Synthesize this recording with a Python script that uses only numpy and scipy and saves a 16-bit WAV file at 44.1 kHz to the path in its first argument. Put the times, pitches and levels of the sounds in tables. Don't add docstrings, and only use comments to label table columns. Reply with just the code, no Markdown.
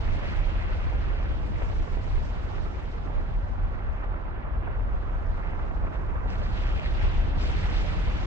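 import sys
import numpy as np
from scipy import signal
from scipy.fft import rfft, irfft, next_fast_len
from scipy.io import wavfile
from scipy.ndimage import uniform_filter1d

SR = 44100
rng = np.random.default_rng(int(sys.argv[2]) if len(sys.argv) > 2 else 0)


def int16_out(signal):
    q = np.round(np.clip(np.atleast_2d(signal).T, -1, 1) * 32767)
    wavfile.write(sys.argv[1], SR, q.astype(np.int16))


N = 364266

LIFT_SIGMA_S = 0.019


def from_db(db):
    return 10 ** (np.asarray(db) / 20)


def rms_one(x):
    return x / np.sqrt(np.mean(x ** 2) + 1e-20)


def in_time(rows):
    time_s, *columns = np.transpose(rows)
    return [np.interp(np.arange(N) / SR, time_s, c) for c in columns]


def at_hz(rows, hz):
    points_hz, *columns = np.transpose(rows)
    return [np.interp(np.log(np.maximum(hz, 1)), np.log(points_hz), c) for c in columns]


def drift(rate_hz):
    step = 40
    pole = np.exp(-2 * np.pi * step * rate_hz / SR)
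    warm_up = 2000
    noise = rng.standard_normal(N // step + warm_up + 2)
    slow = signal.lfilter([1], [1, -2 * pole, pole * pole], noise)[warm_up:]
    return np.interp(np.arange(N) / step, np.arange(len(slow)), rms_one(slow))


def bell(centre_s, sigma_s):
    out = np.zeros(N)
    first = max(int((centre_s - 10 * sigma_s) * SR), 0)
    last = min(int((centre_s + 10 * sigma_s) * SR), N)
    near = np.arange(first, last)
    out[near] = np.exp(-0.5 * ((near / SR - centre_s) / sigma_s) ** 2)
    return out


def bursts(rows):
    each = np.array([from_db(db) * bell(s, sigma_s) for s, db, sigma_s, _ in rows])
    swell = each.sum(axis=0)
    tilts_db = np.array(rows)[:, -1]
    return swell, tilts_db @ each / (swell + 1e-12)


def turbulence(shocks_per_s, shock_db, spread_db):
    born = rng.random(N) < shocks_per_s / SR
    sizes = from_db(spread_db * np.minimum(rng.exponential(1, N), 4))
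    shocks = born * sizes * rng.choice([-1, 1], N)
    return rms_one(rng.standard_normal(N) + from_db(shock_db) * rms_one(shocks))


def at_ports(direct, focus):
    # (frequency [Hz], left minus right [dB], coherence before focus [0-1], left lead [rad])
    ports = [(20, -11.5, 0.15, -1.5), (27.8, -5, 0.8, -0.5), (42.5, 2.5, 0.77, -0.1), (57.5, 2, 0.2, -0.6),
             (69, 7, 0.45, 0.4), (94.5, -2.5, 0.43, 0.5), (179, -7.5, 0.32, 1), (266, -7, 0.22, 1.94),
             (464, -9.5, 0.16, -1.3), (920, -7.5, 0.26, -1.83), (1600, -1.1, 0.52, -2),
             (2600, 0.5, 0.44, -2.5), (4800, 0.5, 0.3, -3), (7500, 1.5, 0.3, -1.5)]
    size = next_fast_len(N, real=True)
    hz = np.fft.rfftfreq(size, 1 / SR)
    balance_db, coherence, lead_rad = at_hz(ports, hz)
    coherence = np.clip(coherence + focus * (1 - coherence), 0, 0.95)
    sides = np.array([[1], [-1]])
    scattered = rfft(rng.standard_normal((2, N)), size)
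    shared = rfft(direct, size) * np.exp(0.5j * sides * lead_rad)
    pair = np.sqrt(coherence) * shared + np.sqrt(1 - coherence) * scattered
    mean_side_power = (from_db(balance_db) + from_db(-balance_db)) / 2
    centre_power = mean_side_power + coherence * np.cos(lead_rad)
    return hz, pair * from_db(sides * balance_db / 2) / np.sqrt(centre_power / 2)


def flow(direct, colour, pivot_hz, tilt_db, flutter_db, flutter_hz, focus=0):
    hz, pair = at_ports(direct, focus)
    pair = pair * from_db(at_hz(colour, hz)[0])
    low_hz, high_hz = colour[0][0], colour[-1][0]
    half_octaves = 2 * np.log2(np.maximum(hz, 1) / low_hz)
    out, steady = 0, 0
    for k in range(round(2 * np.log2(high_hz / low_hz)) + 1):
        overlap = np.sin(np.pi / 2 * np.clip(1 - np.abs(half_octaves - k), 0, 1)) ** 2
        band = irfft(pair * overlap)[:, :N]
        octaves = k / 2 + np.log2(low_hz / pivot_hz)
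        out = out + band * from_db(tilt_db * octaves + flutter_db * drift(flutter_hz))
        steady = steady + band
    return out / np.std(steady.mean(axis=0))


def held(x, evenness, window_s=0.082):
    size = int(window_s * SR)
    power = uniform_filter1d(np.mean(x ** 2, axis=0), size=size)
    power = uniform_filter1d(power, size=size // 2)
    x = x / power ** (np.clip(evenness, 0, 1) / 2)
    return x / np.std(x.mean(axis=0))


def gusts():
    # (start [s], peak before layer gains [dB], swell [s], hold [s], tilt after the front [dB/octave])
    gust_rows = [(6.279, -65.5, .05, .2, 3), (6.476, -62.5, 0.064, 0.65, -2),
                 (6.85, -63.5, 0.11, .08, -1.5), (7.349, -55.5, 0.14, 0.76, 1.5)]
    attack_s, swell_rise_db, fade_db_per_s = 0.042, 14.5, 20
    front_tilt_db = 7.5
    strength, weighted_db = 0, 0
    for start_s, peak_db, swell_s, hold_s, tilt_db in gust_rows:
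        age_s = np.maximum(np.arange(N) / SR - start_s, 0)
        to_come = np.maximum(1 - age_s / swell_s, 0)
        fading_s = np.maximum(age_s - swell_s - hold_s, 0)
        below_db = swell_rise_db * to_come + fade_db_per_s * fading_s
        gust = np.minimum(age_s / attack_s, 1) * from_db(peak_db - below_db)
        strength = strength + gust
        weighted_db = weighted_db + gust * (tilt_db + front_tilt_db * to_come ** 2)
    return strength, weighted_db / (strength + 1e-12)


def puffs():
    # (crest time [s], crest level before tilt and flutter [dB], bell sigma [s], tilt [dB/octave])
    puff_rows = [(0.27, -52.5, 0.044, -4), (1.2, -58, 0.1, -3), (3.98, -62, .06, -9),
                 (5.48, -57, .05, -10.5), (5.95, -58, 0.017, -0.5), (6.315, -55.5, .028, 4.5),
                 (6.44, -58, 0.038, 3.5), (6.58, -58, 0.062, 2.5), (6.69, -55, 0.032, -2),
                 (6.78, -49.5, 0.028, 1), (6.87, -50.5, 0.023, -0.5), (7.44, -51, .035, 6.5),
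                 (7.53, -59, 0.015, 0), (7.61, -63, .02, 0), (7.78, -51.5, 0.052, 4),
                 (7.89, -57, 0.021, -2)]
    # (frequency [Hz], relative density [dB])
    puff_colour = [(1350, 0.5), (1900, 2.5), (2700, -4.5), (4000, -18), (5600, -22), (7600, -27.5),
                   (9000, -41)]
    swell, tilt_db = bursts(puff_rows)
    source = turbulence(shocks_per_s=370, shock_db=-0.5, spread_db=4.5)
    return swell * flow(source, puff_colour, 2200, tilt_db, flutter_db=3.5, flutter_hz=30, focus=0.85)


def sputters():
    # (crest time [s], crest level before tilt and flutter [dB], bell sigma [s], tilt [dB/octave])
    sputter_rows = [(1.62, -40, 0.0036, -7), (1.731, -43, .004, -7), (1.881, -41, 0.0057, -2),
                    (1.972, -42, .0025, -6), (2.079, -38.5, 0.0032, -5.5), (2.582, -41, .005, -4),
                    (2.664, -40, 0.0054, -8), (3.072, -40, 0.0036, -6), (3.102, -41, 0.0038, -3),
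                    (3.218, -43, 0.0043, -1), (4.04, -44.5, 0.0077, 3), (4.142, -41, 0.0044, 1.5),
                    (4.678, -37, 0.0046, -3), (5.112, -40.5, 0.0048, -10), (5.596, -43.5, 0.0032, 5.5),
                    (5.849, -38, 0.0025, -10), (6.161, -43, 0.0061, 2), (6.26, -36.5, 0.0024, -6),
                    (6.424, -39.5, 0.0035, -10), (7.055, -42.5, 0.0062, 0), (7.489, -40, 0.0047, -9)]
    # (frequency [Hz], relative density [dB])
    sputter_colour = [(280, 1.5), (400, 10.5), (650, 9.5), (1200, 9), (2000, -4), (2800, -23)]
    swell, tilt_db = bursts(sputter_rows)
    noise = rng.standard_normal(N)
    return swell * flow(noise, sputter_colour, 680, tilt_db, flutter_db=1.0, flutter_hz=13)


def hiss(strength, tilt_db, billow_db, gain_db):
    # (frequency [Hz], relative density [dB])
    hiss_colour = [(3000, 0), (4200, -5.5), (5500, -12), (7000, -18), (8200, -25), (9000, -38.5)]
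    source = turbulence(shocks_per_s=290, shock_db=-9.0, spread_db=0.0)
    air = flow(source, hiss_colour, 3800, tilt_db, flutter_db=1.68, flutter_hz=25)
    return strength * from_db(gain_db + billow_db * drift(25)) * air


def rush(gust, billow, gust_db, billow_db, gain_db, brightening=0.23):
    # (time [s], level before gain_db [dB])
    rush_level = [(0.0, -51), (0.3, -47), (0.8, -50), (1.25, -52), (1.42, -55.5), (1.62, -53.5), (2.5, -54),
                  (3.5, -58.5), (4.1, -57), (5.1, -58), (5.5, -58), (6.2, -55.5)]
    # (frequency [Hz], relative density [dB])
    rush_colour = [(1500, 3), (2100, 2), (2700, -3), (3100, -11)]
    lag_s = 0.043
    keep = np.exp(-1 / (lag_s * SR))
    blown = from_db(gust_db) * signal.lfilter([1 - keep], [1, -keep], gust)
    level_db = 20 * np.log10(np.hypot(from_db(in_time(rush_level)[0]), blown))
    source = turbulence(shocks_per_s=360, shock_db=1.5, spread_db=2.5)
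    surge_db = level_db - level_db.mean()
    gas = flow(source, rush_colour, 2200, brightening * surge_db, flutter_db=1.72, flutter_hz=22)
    billowing_db = billow_db * from_db(-surge_db) * billow
    return from_db(level_db + gain_db + billowing_db) * gas


def growl(deepening, gain_db):
    # (time [s], level before thuds and gain_db [dB])
    growl_level = [(0.0, -44.5), (0.25, -42), (0.6, -46), (1.55, -45.5), (2.3, -46), (2.95, -47),
                   (3.25, -45.5), (4.25, -48.5), (4.6, -47), (5.1, -47), (6.2, -45), (6.6, -43.5),
                   (7.15, -44.5), (7.35, -43.5), (8.0, -40.5), (8.25, -44)]
    # (centre [s], lift [dB])
    thuds = [(0.02, -5.5), (1.51, 5.5), (2.22, 8), (3.27, 2.5), (4.58, 4), (6.0, 0), (6.07, -3.5),
             (7.38, 7), (7.6, 5.5), (7.78, -6), (7.98, 1.5)]
    # (frequency [Hz], relative density [dB])
    growl_colour = [(150, -0.5), (200, -5), (240, -3.5)]
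    thud_db = sum(lift_db * bell(s, LIFT_SIGMA_S) for s, lift_db in thuds)
    level_db = in_time(growl_level)[0] + thud_db
    tilt_db = -deepening * (level_db - level_db.mean())
    eddies = flow(rng.standard_normal(N), growl_colour, 180, tilt_db, flutter_db=1.0, flutter_hz=21)
    return from_db(level_db + gain_db) * held(eddies, evenness=0.66)


def roar(level_db, tilt_db, billow, billow_db, gain_db):
    # (frequency [Hz], relative density [dB])
    roar_colour = [(300, -5.5), (420, -8), (620, -8.5), (900, -11), (1350, -15), (1750, -24)]
    source = turbulence(shocks_per_s=300, shock_db=-2.5, spread_db=2.5)
    jet = flow(source, roar_colour, 550, tilt_db, flutter_db=1.5, flutter_hz=23)
    return from_db(level_db + gain_db + billow_db * billow) * held(jet, evenness=0.62, window_s=0.065)


def rumble(boom_db, drum_db, tilt_db, gain_db):
    # (frequency [Hz], relative density [dB])
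    rumble_colour = [(12, -23), (20, -10), (31, 2), (46, -3.5), (60, -9), (80, -10.5), (110, -19),
                     (150, -32)]
    # (centre [s], boom lift [dB], drumming lift [dB])
    surges = [(0.05, 0.5, 3.5), (0.11, 5, 3), (0.21, -6, -5), (0.3, -16, -2.5), (0.4, 7, -2),
              (0.48, 4.5, -2), (0.94, 4.5, -4.5), (1.12, 7, -6), (1.48, -5, -2), (1.81, 7.5, 2),
              (1.87, -15, -6), (1.94, 4.5, -5), (2.02, -5, -0.5), (2.17, 9.5, 5.5), (2.52, -6, 2.5),
              (2.61, 10.5, 4), (2.67, 4.5, 1), (2.73, -11, 0), (3.18, 12.5, -4), (3.37, 9, -8),
              (3.635, 9.5, 5), (3.82, -3, 4), (3.9, 12, -0.5), (4.11, 6, 5.5), (4.42, -10, -2),
              (4.58, 3, 3), (4.82, 9, 3), (4.94, 10.5, -1.5), (5.15, 6, -4), (5.3, 7, 0), (5.78, 4, -1.5),
              (5.845, 7, -2.5), (5.93, -14, -9), (6.4, -2, 2.5), (6.645, 2.5, 1.5), (6.83, -12, -4),
              (7.05, 8, 3), (7.195, 7, -4), (7.39, 3, 2), (7.65, 2, 3.5), (7.78, 7, -1), (8.09, 5, 0.5),
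              (8.18, -9, -1)]
    boom_top_hz = 52.6
    throb_db, throb_rate_hz = 0.04, 14
    eddies = flow(rng.standard_normal(N), rumble_colour, 42, tilt_db, flutter_db=0.34, flutter_hz=3.0)
    low_pass = signal.butter(4, boom_top_hz, fs=SR, output="sos")
    deep = signal.sosfiltfilt(low_pass, eddies)
    boom_lift_db, drum_lift_db = sum(np.outer(lifts_db, bell(s, LIFT_SIGMA_S)) for s, *lifts_db in surges)
    boom = from_db(boom_db + boom_lift_db) * held(deep, evenness=0.94)
    drum = from_db(drum_db + drum_lift_db) * held(eddies - deep, evenness=0.54)
    return from_db(gain_db + throb_db * drift(throb_rate_hz)) * (boom + drum)


def scene():
    # (time [s], boom [dB], drumming [dB], roar [dB], roar tilt [dB/octave])
    fountain = [(0.0, -27.5, -33, -41.0, 0), (1.1, -30, -31, -41.5, 0), (1.5, -31, -31.5, -41.5, -1.8),
                (2.1, -28, -34.5, -43.5, -1.5), (2.35, -33, -35, -42.5, -0.3), (2.9, -34, -39, -42.5, 0),
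                (3.25, -32.5, -33.5, -44, -0.1), (3.65, -32.5, -35, -43.5, 2.4),
                (4.3, -34.5, -39, -42.5, 1.3), (4.6, -33, -34, -42, 1.1), (5.35, -30.5, -36, -42.5, 1.5),
                (5.9, -32.5, -33, -40.5, 0.5), (6.45, -28.5, -33.5, -41, 1),
                (7.15, -27.5, -29.5, -40, -0.8), (7.6, -28, -33, -39.5, -0.5),
                (8.25, -30, -30.5, -39.5, -0.5)]
    # (time [s], level before gain_db [dB], tilt [dB/octave])
    hiss_level = [(0.0, -57.5, 1), (0.3, -58, 0.5), (1.25, -62.5, -1.5), (1.65, -62, 5), (2.5, -61.5, 2),
                  (3.5, -69, 1), (4.5, -72.5, -4), (5.3, -68.5, 2), (6.2, -72, 4.5)]
    # (centre [s], roar lift [dB], rush lift [dB], bell sigma [s])
    swells = [(0.254, 2, -2, 0.04), (1.61, 0.5, 3, .04), (2.563, 1, -0.5, 0.047), (2.876, -2.5, 1, 0.043),
              (3.145, 2.5, 2.5, .06), (3.55, -1, -2, 0.063), (4.08, 0.6, -1, .09), (4.67, 0.3, 3, 0.06),
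              (5.494, 0.9, 2, 0.045), (5.798, 0, 0.5, 0.073), (6.065, -1.5, 1.5, 0.018),
              (6.76, 0.5, -3.5, 0.072), (6.88, -1.5, 2.5, 0.044), (7.03, 0.5, 3.3, 0.043),
              (7.76, 0.5, -1, 0.05)]
    boom_db, drum_db, roar_db, roar_tilt_db = in_time(fountain)
    gust, gust_tilt_db = gusts()
    hiss_db, hiss_tilt_db = in_time(hiss_level)
    billow = 1.4 * np.tanh(drift(40))
    lifts = sum(np.outer(lifts_db, bell(s, sigma_s)) for s, *lifts_db, sigma_s in swells)
    roar_swell, rush_swell = from_db(lifts)
    return (rumble(boom_db, drum_db, tilt_db=0.5, gain_db=-0.9)
            + growl(deepening=1.1, gain_db=-0.28)
            + roar_swell * roar(roar_db, roar_tilt_db, billow, billow_db=0.85, gain_db=-2.5)
            + rush_swell * rush(gust, billow, gust_db=7.0, billow_db=0.84, gain_db=-1.64)
            + hiss(from_db(hiss_db), hiss_tilt_db, billow_db=0.5, gain_db=-0.2)
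            + hiss(gust, gust_tilt_db, billow_db=0.9, gain_db=0.3)
            + sputters()
            + puffs())


def record(dry):
    cutoff_hz, ripple_db, stop_db, fade_s = 9500, 0.1, 70, 0.005
    to_nearest_end = np.minimum(np.arange(N), np.arange(N)[::-1])
    fade = np.minimum(to_nearest_end / (fade_s * SR), 1)
    low_pass = signal.ellip(10, ripple_db, stop_db, cutoff_hz, fs=SR, output="sos")
    return fade * signal.sosfilt(low_pass, dry)


dry = scene()
out = record(dry)
int16_out(out)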